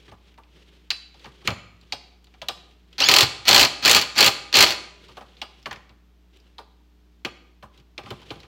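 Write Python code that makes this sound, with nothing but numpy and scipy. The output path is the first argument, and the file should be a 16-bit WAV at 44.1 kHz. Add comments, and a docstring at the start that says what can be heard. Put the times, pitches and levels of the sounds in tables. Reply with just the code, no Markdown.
"""Concrete garage: a cordless impact driver tightens a nut on a steel trailer coupling in five short bursts.
Blows are noise bursts through steel resonances; gears rattle as grainy noise, with a rough whine at first.
Mostly before and after, socket and wrench clink on the steel and ring; gloves and sleeves rustle.
Garage echo, mains hum and a faint hiss lie around the work; the microphone input rounds off the peaks."""
import sys
import numpy as np
from scipy import signal
from scipy.fft import rfft, irfft, next_fast_len
from scipy.io import wavfile
from scipy.ndimage import map_coordinates

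SR = 44100
rng = np.random.default_rng(int(sys.argv[2]) if len(sys.argv) > 2 else 0)


def to_wav(s):
    """Save 16-bit WAV."""
    ch = np.atleast_2d(s).T  # columns
    pcm = np.round(np.clip(ch, -1, 1) * 32767)  # PCM
    wavfile.write(sys.argv[1], SR, pcm.astype(np.int16))


N = 373515

# trigger pulls: trigger_s, kick_db, slack_s, first_blow_s, first_gap_ms, running_gap_ms,
# settle (share of the extra gap left at each next blow), last_gap_ms, blow_db, motor_db, coast_s
TRIGGER_PULLS = [(2.9819, -12, 3.0035, 3.0864, 26.5, 19.5, .8, 22.2, 0.25, -18, .012),
                 (3.4533, -18, 3.48, 3.4880, 21.7, 16.4, .35, 20, 1.08, -16.5, .012),
                 (3.8243, -20, 3.8502, 3.8570, 20, 17.4, .2, 23, -0.5, -17, .03),
                 (4.1548, -21, 4.1798, 4.1872, 20, 17.6, .35, 16, -0.5, -17.5, .008),
                 (4.527, -8.5, 4.5404, 4.5534, 15.9, 18.9, .3, 12, -0.66, -15.5, .08)]
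# blows in each pull: count
BLOW_COUNTS = (7, 10, 8, 6, 6)


def amp(db):
    """Gain of a level in dB."""
    return 10 ** (np.asarray(db) / 20)


def unit(x):
    """x at rms 1."""
    return x / np.sqrt(np.mean(x ** 2) + 1e-20)


def along(points, hz):
    """Values of (Hz, value) points, interpolated on a log frequency axis."""
    point_hz, values = np.transpose(points)
    return np.interp(np.log(hz + 1), np.log(point_hz + 1), values)


def level(tables):
    """Gain per sample summed over (s, dB) envelopes, silent outside each."""
    t = np.arange(N) / SR
    return sum(amp(np.interp(t, *np.transpose(rows), left=-200, right=-200)) for rows in tables)


def filtered(x, response):
    """x times a complex response of frequency, along the last axis."""
    m = next_fast_len(x.shape[-1] + SR // 4)
    spectrum = rfft(x, m) * response(np.fft.rfftfreq(m, 1 / SR))
    return irfft(spectrum, m)[..., :x.shape[-1]]


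def unit_power(response):
    """A response that keeps the rms of white noise."""
    return response / np.sqrt(np.mean(abs(response) ** 2, axis=-1, keepdims=True))


def peak(f, centre_hz, width_hz):
    """Causal bandpass response of one damped resonance."""
    return 1j * f * width_hz / (centre_hz ** 2 - f * f + 1j * f * width_hz)


def body(modes):
    """Response of (centre_hz, width_hz, db) resonances of alternating sign, at mean power 1."""
    return lambda f: unit_power(sum((-1) ** k * amp(db) * peak(f, centre_hz, width_hz)
                                    for k, (centre_hz, width_hz, db) in enumerate(modes)))


def placed(s, rows):
    """Rows of sound added at their times."""
    at = np.round(s * SR).astype(int)[:, None] + np.arange(rows.shape[1])
    return np.bincount(at.ravel(), rows.ravel(), N + SR)[:N]


def bursts(s, db, t60, rise=0.00046, snap_db=-40):
    """Dying noise from each contact: a snap, then chatter that builds up more slowly in heavy parts."""
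    t = np.arange(SR // 5) / SR
    chatter = amp(-60 * t / np.clip(t60, .004, .2)[:, None]) * (1 - np.exp(-t / rise))
    snap = amp(snap_db - 60 * t / 0.0087)
    noise = rng.standard_normal((len(s), len(t)))
    return placed(s, noise * amp(db)[:, None] * (chatter + snap))


def sputter(rate_hz, depth_db):
    """Grainy noise: a smooth curve through rate_hz random levels a second sets its gain."""
    points = rng.standard_normal(int(N * rate_hz / SR) + 4)
    jumps = map_coordinates(points, [np.arange(N) * rate_hz / SR])
    return unit(amp(depth_db * jumps) * rng.standard_normal(N))


def blow_times(pull, count):
    """The hammer settles from first to running gap; its pace changes as the trigger is let go."""
    first_s, gap_ms, run_ms, settle, last_ms = pull[3:8]
    running_ms = run_ms + (gap_ms - run_ms) * settle ** np.arange(count - 2)
    gaps_ms = np.append(running_ms, last_ms)
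    return first_s + np.append(0, np.cumsum(gaps_ms)) / 1000


def strikes():
    """Trigger kick, slack taken up, blows, coasting rattle: rows s, level_db, treble_db, t60_s, scattered."""
    kick_treble_db, blow_treble_db, loose_treble_db = -24.5, -15, -21
    kick_t60_s, blow_t60_s, rattle_t60_s = 0.0092, 0.056, 0.036
    take_up_db, late_db_per_ms = -1.5, 1.05  # against a full blow; a late last blow is weaker
    rattle_gap_s, rattle_db, rattle_fade_db_per_s = .0085, -5, 91
    rows = []
    for pull, count in zip(TRIGGER_PULLS, BLOW_COUNTS):
        on_s, kick_db, slack_s, _, _, run_ms, _, last_ms, db, _, coast_s = pull
        blows_s = blow_times(pull, count)
        end_s = blows_s[-1]
        last_db = db - late_db_per_ms * max(last_ms - run_ms, 0)
        rows.append((on_s, kick_db, kick_treble_db, kick_t60_s))
        rows.append((slack_s, db + take_up_db, loose_treble_db, blow_t60_s))
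        rows += [(at_s, db, blow_treble_db, blow_t60_s) for at_s in blows_s[:-1]]
        rows.append((end_s, last_db, loose_treble_db, blow_t60_s))
        # loose hammer while the motor coasts
        for after_s in np.arange(3 * rattle_gap_s, coast_s + .01, rattle_gap_s):
            fading_db = db + rattle_db - rattle_fade_db_per_s * after_s
            rows.append((end_s + after_s, fading_db, loose_treble_db, rattle_t60_s))
    s, db, treble_db, t60 = np.transpose(rows)
    chance = rng.standard_normal((80, 4))[:len(s)].T
    return (s + .0004 * chance[0], db + 1.5 * chance[1],
            treble_db + 3 * chance[2], t60 * amp(1.8 * chance[3]))


def hammer():
    """Each blow and its rebound shake the housing; the anvil cracks, coupling and chassis follow."""
    s, db, treble_db, t60 = strikes()
    rebound = bursts(s + 0.0051, db - 15.5, .5 * t60, rise=0.00051)
    housing = bursts(s, db - 9.5, 0.91 * t60, snap_db=-1.5) + rebound
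    anvil = bursts(s, db + treble_db - 6.5, 1.4 * t60, snap_db=2.0)
    coupling = bursts(s, db - 15, 1.564 * t60, rise=.006)
    chassis = bursts(s, db - 27, 0.76 * t60, rise=0.0065)
    return np.array([housing, anvil, coupling, chassis])


def motor():
    """One (s, dB) envelope a pull: spin up, run free, labour under the blows, coast, stop."""
    start_db, free_db, coast_db, coast_end_db, stop_db = -14, -5, -11, -15, -32  # against motor_db
    spin_up_s, load_s, let_go_s, stop_s = .015, 0.0089, .018, .035
    tables = []
    for pull, count in zip(TRIGGER_PULLS, BLOW_COUNTS):
        on_s, (db, coast_s) = pull[0], pull[-2:]
        first_s, *_, off_s = blow_times(pull, count)
        spun_s = min(on_s + spin_up_s, first_s - load_s - .001)
        coasting_s = off_s + let_go_s
        tables.append([(on_s, db + start_db), (spun_s, db + free_db - 3.0),
                       (first_s - load_s, db + free_db), (first_s, db), (off_s, db - 2.0),
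                       (coasting_s, db + coast_db), (coasting_s + coast_s, db + coast_end_db),
                       (coasting_s + coast_s + stop_s, db + stop_db)])
    return tables


def gears():
    """Gear teeth rattle in the housing, and weakly in the rest of the steel."""
    teeth = sputter(400, depth_db=3)
    return level(motor()) * teeth * amp([[0.1], [-17], [-10], [-22]])  # housing, anvil, coupling, chassis


def whine():
    """In the first pull the unloaded tooth mesh whines roughly and climbs, until the first blow."""
    # harmonics of the mesh: multiple, level_db
    mesh_orders = [(1, -11.5), (2, -0.5), (3, -4), (4, -7.5)]
    start_hz, top_hz, climb_s = 520, 1920, .045
    mesh_db, rise_s, fall_s, rough_rad = -21.5, .036, 0.0097, .33
    on_s, load_s = TRIGGER_PULLS[0][0], TRIGGER_PULLS[0][3]

    def wander():
        """Smooth random curve through a new value every 140 samples."""
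        return map_coordinates(rng.standard_normal(N // 100), [np.arange(N) / 140])

    since_s = np.clip(np.arange(N) / SR - on_s, 0, None)
    hz = top_hz - (top_hz - start_hz) * np.exp(-since_s / climb_s)
    phase = 2 * np.pi * np.cumsum(hz) / SR + rough_rad * wander()
    swell = [(on_s, mesh_db - 30.5), (on_s + rise_s, mesh_db),
             (load_s - fall_s, mesh_db), (load_s, mesh_db - 29.5)]
    tones = sum(amp(order_db + 5.5 * wander()) * np.sin(k * phase) for k, order_db in mesh_orders)
    return level([swell]) * tones


def steelwork(shakes):
    """Shakes of housing, anvil, coupling and chassis, each heard through its own resonances."""
    # driver housing: centre_hz, width_hz, level_db
    housing_modes = [(1800, 1000, -7.5), (2540, 470, 1), (2985, 300, 2.5), (3360, 450, 0), (4174, 390, 3),
                     (4593, 360, 3), (5080, 590, -3.5), (6094, 910, -9)]
    # anvil: centre_hz, width_hz, level_db
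    anvil_modes = [(7066, 870, 1), (8570, 1600, -6), (9550, 890, -7.5), (11230, 640, -7.5),
                   (13900, 5800, -9.5)]
    # trailer coupling: centre_hz, width_hz, level_db
    coupling_modes = [(294, 170, -3.5), (410, 98, 2), (582, 170, -0.5), (812, 60, 5), (998, 71, 2),
                      (1202.5, 75, 5), (1490, 460, -6)]
    # trailer chassis: centre_hz, width_hz, level_db
    chassis_modes = [(81, 30, 0.5), (125, 46, 1), (220.6, 42, -3.5)]
    parts = (housing_modes, anvil_modes, coupling_modes, chassis_modes)
    return filtered(shakes, lambda f: np.array([body(modes)(f) for modes in parts])).sum(axis=0)


def swishes(t):
    """Gain of the moving hands: each swish swells and fades, 6 dB down at its ends."""
    # glove and sleeve swishes: middle_s, length_s, level_db
    swish_rows = [(0, .24, -55.5), (.29, .09, -58), (.6, .17, -56.5), (.745, .07, -60), (.85, .2, -65),
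                  (1.24, .14, -53), (1.4, .1, -56.5), (1.468, .022, -40), (1.95, .3, -61),
                  (2.55, .45, -61.5), (2.95, .08, -61), (5.08, .15, -54.5), (5.33, .45, -59),
                  (5.68, .3, -64), (6.36, .06, -66.5), (6.46, .2, -66), (7.77, .07, -61), (8.1, .1, -51),
                  (8.29, .2, -51), (8.47, .12, -65)]
    return sum(amp(db - 24 * ((t - s) / length_s) ** 2) for s, length_s, db in swish_rows)


def contacts():
    """The listed clinks, and faint ones at random where the hands move."""
    # socket, wrench and tool on steel:
    # start_s, level_db, pitch_hz, treble_db, knock_hz, knock_db, thud_db
    clink_rows = [(0.0802, -42, 2080, -32, 334, -8.5, -6), (0.115, -45.5, 2740, -27, 810, 3, -0.5),
                  (0.377, -44, 2430, -35, 920, 1, -21), (0.4344, -46.5, 2760, -31, 870, -15, -33),
                  (0.9042, -9, 4230, -20, 1470, -31.5, -58), (0.9115, -16, 2450, -28, 1500, -30, -55),
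                  (1.1418, -43, 3030, -29, 813, -12, -32), (1.2437, -33.5, 3150, -41, 864, -8, -19),
                  (1.256, -35.5, 2040, -33, 423, -4.5, -10), (1.4154, -45, 2050, -28, 1120, -8, -22),
                  (1.4746, -7, 2460, -17.5, 1270, -14.5, -20), (1.5044, -21.5, 2010, -37, 560, -9.5, -7),
                  (1.923, -12.5, 4340, -31, 790, -18, -37), (2.243, -46.5, 4340, -9, 305, -34, -18.5),
                  (2.2692, -46, 3370, -25, 770, -15, -22), (2.3397, -41.5, 2110, -33, 802, -13, -23),
                  (2.4168, -23, 3210, -24.5, 598, -11.5, -31),
                  (2.4852, -12.5, 3300, -14.5, 813, -15.5, -36), (2.9287, -39, 3023, -19.5, 310, -38, -23),
                  (3.0192, -10, 5000, -22, 900, -21, -36), (3.2192, -5.5, 4300, -30, 900, -20, -21),
                  (5.0837, -41.5, 4527, -27, 949.3, -3, -17), (5.169, -31.5, 2940, -35.5, 780, -2, -26),
                  (5.209, -37, 1996, -31, 770, -2.8, -15), (5.3684, -43.5, 3665, -29, 417, -23.5, -26.5),
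                  (5.4164, -18, 2990, -23, 774, -15, -40), (5.6276, -46, 5320, -13, 301, -26, -5),
                  (5.658, -19.5, 2080, -32, 1145, -9.5, -21), (5.7106, -21, 1810, -32, 868, -13, -28),
                  (5.728, -26, 2190, -15, 1502, -24, -27), (5.7592, -33.5, 1830, -34, 437, -13.5, -16),
                  (5.893, -42.5, 2596, -32, 302, -10, -9), (6.3703, -49, 3200, -9, 318.5, -18, -19.5),
                  (6.5826, -31.5, 3760, -39.5, 860, -3.5, -36),
                  (7.2488, -13.5, 2640, -23.5, 290, -14, -30.5), (7.6259, -40.5, 2920, -34, 990, 4.5, -7),
                  (7.776, -42.5, 3550, -15, 306, -15, -12), (7.7985, -46, 2720, -21, 300, -19, -7.5),
                  (7.9789, -22, 2780, -42, 417, -11.5, -22), (8.0346, -39, 2440, -23, 361, -7, -4),
                  (8.0602, -35.5, 2590, -32, 1210, -4.5, -3), (8.105, -25, 3120, -17.5, 350, -6, -8.5),
                  (8.2167, -40, 3310, -21, 920, -9, -18.5), (8.305, -24.5, 3230, -30, 367, -7.5, -16),
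                  (8.3565, -43, 3240, -34, 334, -3.5, 0.5), (8.4025, -38, 4540, -19, 301, -25, -14),
                  (8.431, -35.5, 2630, -33, 404, -12, -22)]
    # typical faint touch: level_db, pitch_hz, treble_db, knock_hz, knock_db, thud_db
    faint_touch = (-48.5, 3403, -16.5, 333, -18.5, -16)
    faint_count, t60_s = 8, 0.058
    t = np.arange(0, N / SR, .01)
    busy = np.cumsum(np.clip(swishes(t), 1e-6, amp(-66)))
    chance = rng.uniform(size=(faint_count, 4))
    # times spread evenly over the amount of hand movement
    s = np.interp((np.arange(faint_count) + chance[:, 0]) / faint_count * busy[-1], busy, t)
    faint = np.c_[s, np.tile(faint_touch, (faint_count, 1))]
    faint[:, 1] += 8 * (chance[:, 1] - .5)  # level
    faint[:, [2, 4]] *= amp(6 * (chance[:, 2:] - .5))  # both pitches
    rows = np.r_[clink_rows, faint]
    return np.c_[rows, np.full(len(rows), t60_s)].T


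def knocks(touches):
    """What a clink passes on to housing, anvil, coupling and chassis."""
    s, db, _, treble_db, _, knock_db, thud_db, t60 = touches
    housing = bursts(s, db - 16.5, t60, snap_db=3)
    anvil = bursts(s, db + treble_db - 3.5, 0.28 * t60, snap_db=-2.5)
    coupling = bursts(s, db + knock_db + 0.5, 1.9 * t60, rise=0.0055)
    chassis = bursts(s, db + thud_db + 5, 1.9 * t60, rise=.008)
    return np.array([housing, anvil, coupling, chassis])


def clinks(touches):
    """A contact chatters around its own pitch, and the spot that is hit knocks at a lower one."""
    s, db, hz, _, knock_hz, knock_db, _, t60 = touches[..., None]
    t = np.arange(SR // 6) / SR
    noise = rng.standard_normal((len(s), 2, len(t)))
    chatter = noise[:, 0] * amp(db - 9 - 60 * t / np.clip(t60, .004, .2))
    knock_fade = amp(db + knock_db - 60 * t / np.clip(1.25 * t60, .004, .15))
    knock = noise[:, 1] * knock_fade * (1 - np.exp(-t / 0.002))
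    bright = filtered(chatter, lambda f: unit_power(peak(f, hz, 990) / (1 + (f / 5500) ** 4)))
    low = filtered(knock, lambda f: unit_power(peak(f, knock_hz, 180) ** 2))
    return placed(s[:, 0], bright + low)


def ringing(blows, modes):
    """Decaying sine modes, at new strengths for every blow."""
    s, db = np.transpose(blows)
    t = np.arange(SR // 2) / SR
    tones = np.array([amp(mode_db - 60 * t / t60_s) * np.sin(2 * np.pi * hz * t)
                      for hz, mode_db, t60_s in modes])
    scatter_db = 2.5 * rng.standard_normal((len(s), len(modes)))
    return placed(s, amp(db[:, None] + scatter_db) @ tones)


def free_tools():
    """Wrench and socket, struck while free, ring in their own modes."""
    # wrench blows: start_s, level_db
    wrench_blows = [(.9038, -32), (6.5819, -58)]
    # wrench modes: pitch_hz, level_db, t60_s
    wrench_modes = [(2622, -3, .17), (3241, -12, .22), (4005, -1, .33), (4506, -8, .25), (4683, -9, .3),
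                    (4942, 0, .22), (5152, -12, .25), (6020, -26, .2), (8200, -26, .26), (9830, -18, .22),
                    (11960, -32, .2), (13090, -32, .25)]
    # socket blows: start_s, level_db
    socket_blows = [(1.9225, -39), (2.4846, -42.5), (5.4155, -47.5)]
    # socket modes: pitch_hz, level_db, t60_s
    socket_modes = [(2830, -4, 0.26), (3260, 2.5, 0.13), (3840, -5, .25), (4710, -6, 0.31),
                    (5080, -2.5, 0.24), (5890, -12, 0.15), (8250, -11, .2), (12080, -19, 0.16)]
    return ringing(wrench_blows, wrench_modes) + ringing(socket_blows, socket_modes)


def rustle():
    """Rubber and cloth rub in uneven grains."""
    # rubbing spectrum: freq_hz, relative density_db (per Hz)
    cloth_points = [(88, -37), (150, 2.5), (278, -12), (371, 1), (714, -16), (1050, -17), (1870, -13.5),
                    (3210, -8), (15000, -43)]
    rub = sputter(90, depth_db=2.5)
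    return swishes(np.arange(N) / SR) * unit(filtered(rub, lambda f: amp(along(cloth_points, f))))


def garage(x):
    """The walls answer as decaying noise; each frequency dies at its own speed."""
    # reverberation: freq_hz, t60_s
    t60_points = [(100, 1), (700, 0.66), (2000, 0.65), (5000, 0.54), (9000, 0.52), (14000, 0.22)]
    hz, t, z = signal.stft(rng.standard_normal(SR), SR, nperseg=256)
    fade = amp(-60 * t / along(t60_points, hz)[:, None])
    tail = signal.istft(z * fade, SR, nperseg=256)[1]
    delayed = np.pad(x, (300, 0))  # samples
    return signal.fftconvolve(delayed, tail / np.linalg.norm(tail))[:N]


def background():
    """Mains hum with its overtones over a steady hiss."""
    # hum partials: pitch_hz, rms level_db
    hum_partials = [(59.2, -56.5), (177.6, -69), (242.2, -78.5), (301.5, -72), (360.7, -82), (419.9, -79)]
    # hiss spectrum: freq_hz, relative density_db (per Hz)
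    hiss_points = [(53, -30), (90, -10), (109, -21), (180, -13), (224, -17), (419, -20), (488, -28),
                   (661, -25), (2000, -31), (3300, -30), (6000, -38), (10400, -49), (12900, -42),
                   (16000, -48)]
    hiss_db = -66.5
    t = np.arange(N) / SR
    hum = sum(np.sqrt(2) * amp(db) * np.sin(2 * np.pi * hz * t + rng.uniform(0, 2 * np.pi))
              for hz, db in hum_partials)
    hiss = unit(filtered(rng.standard_normal(N), lambda f: amp(along(hiss_points, f))))
    return hum + amp(hiss_db) * hiss


def scene():
    """The work in front, the room around it."""
    touches = contacts()
    tools = clinks(touches) + free_tools()
    work = steelwork(hammer() + gears() + knocks(touches)) + whine() + tools
    return (work + amp(-14.5) * garage(work) + rustle() + background())[None]


def record(dry):
    """The microphone input rounds off the highest peaks and keeps nothing above its band limit."""
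    top_hz = 16100
    rounded = dry / (1 + abs(dry / .91) ** 8) ** (1 / 8)
    return filtered(rounded, lambda f: np.clip((top_hz - f) / 300, 0, 1) ** 2)


dry = scene()
out = record(dry)
to_wav(out)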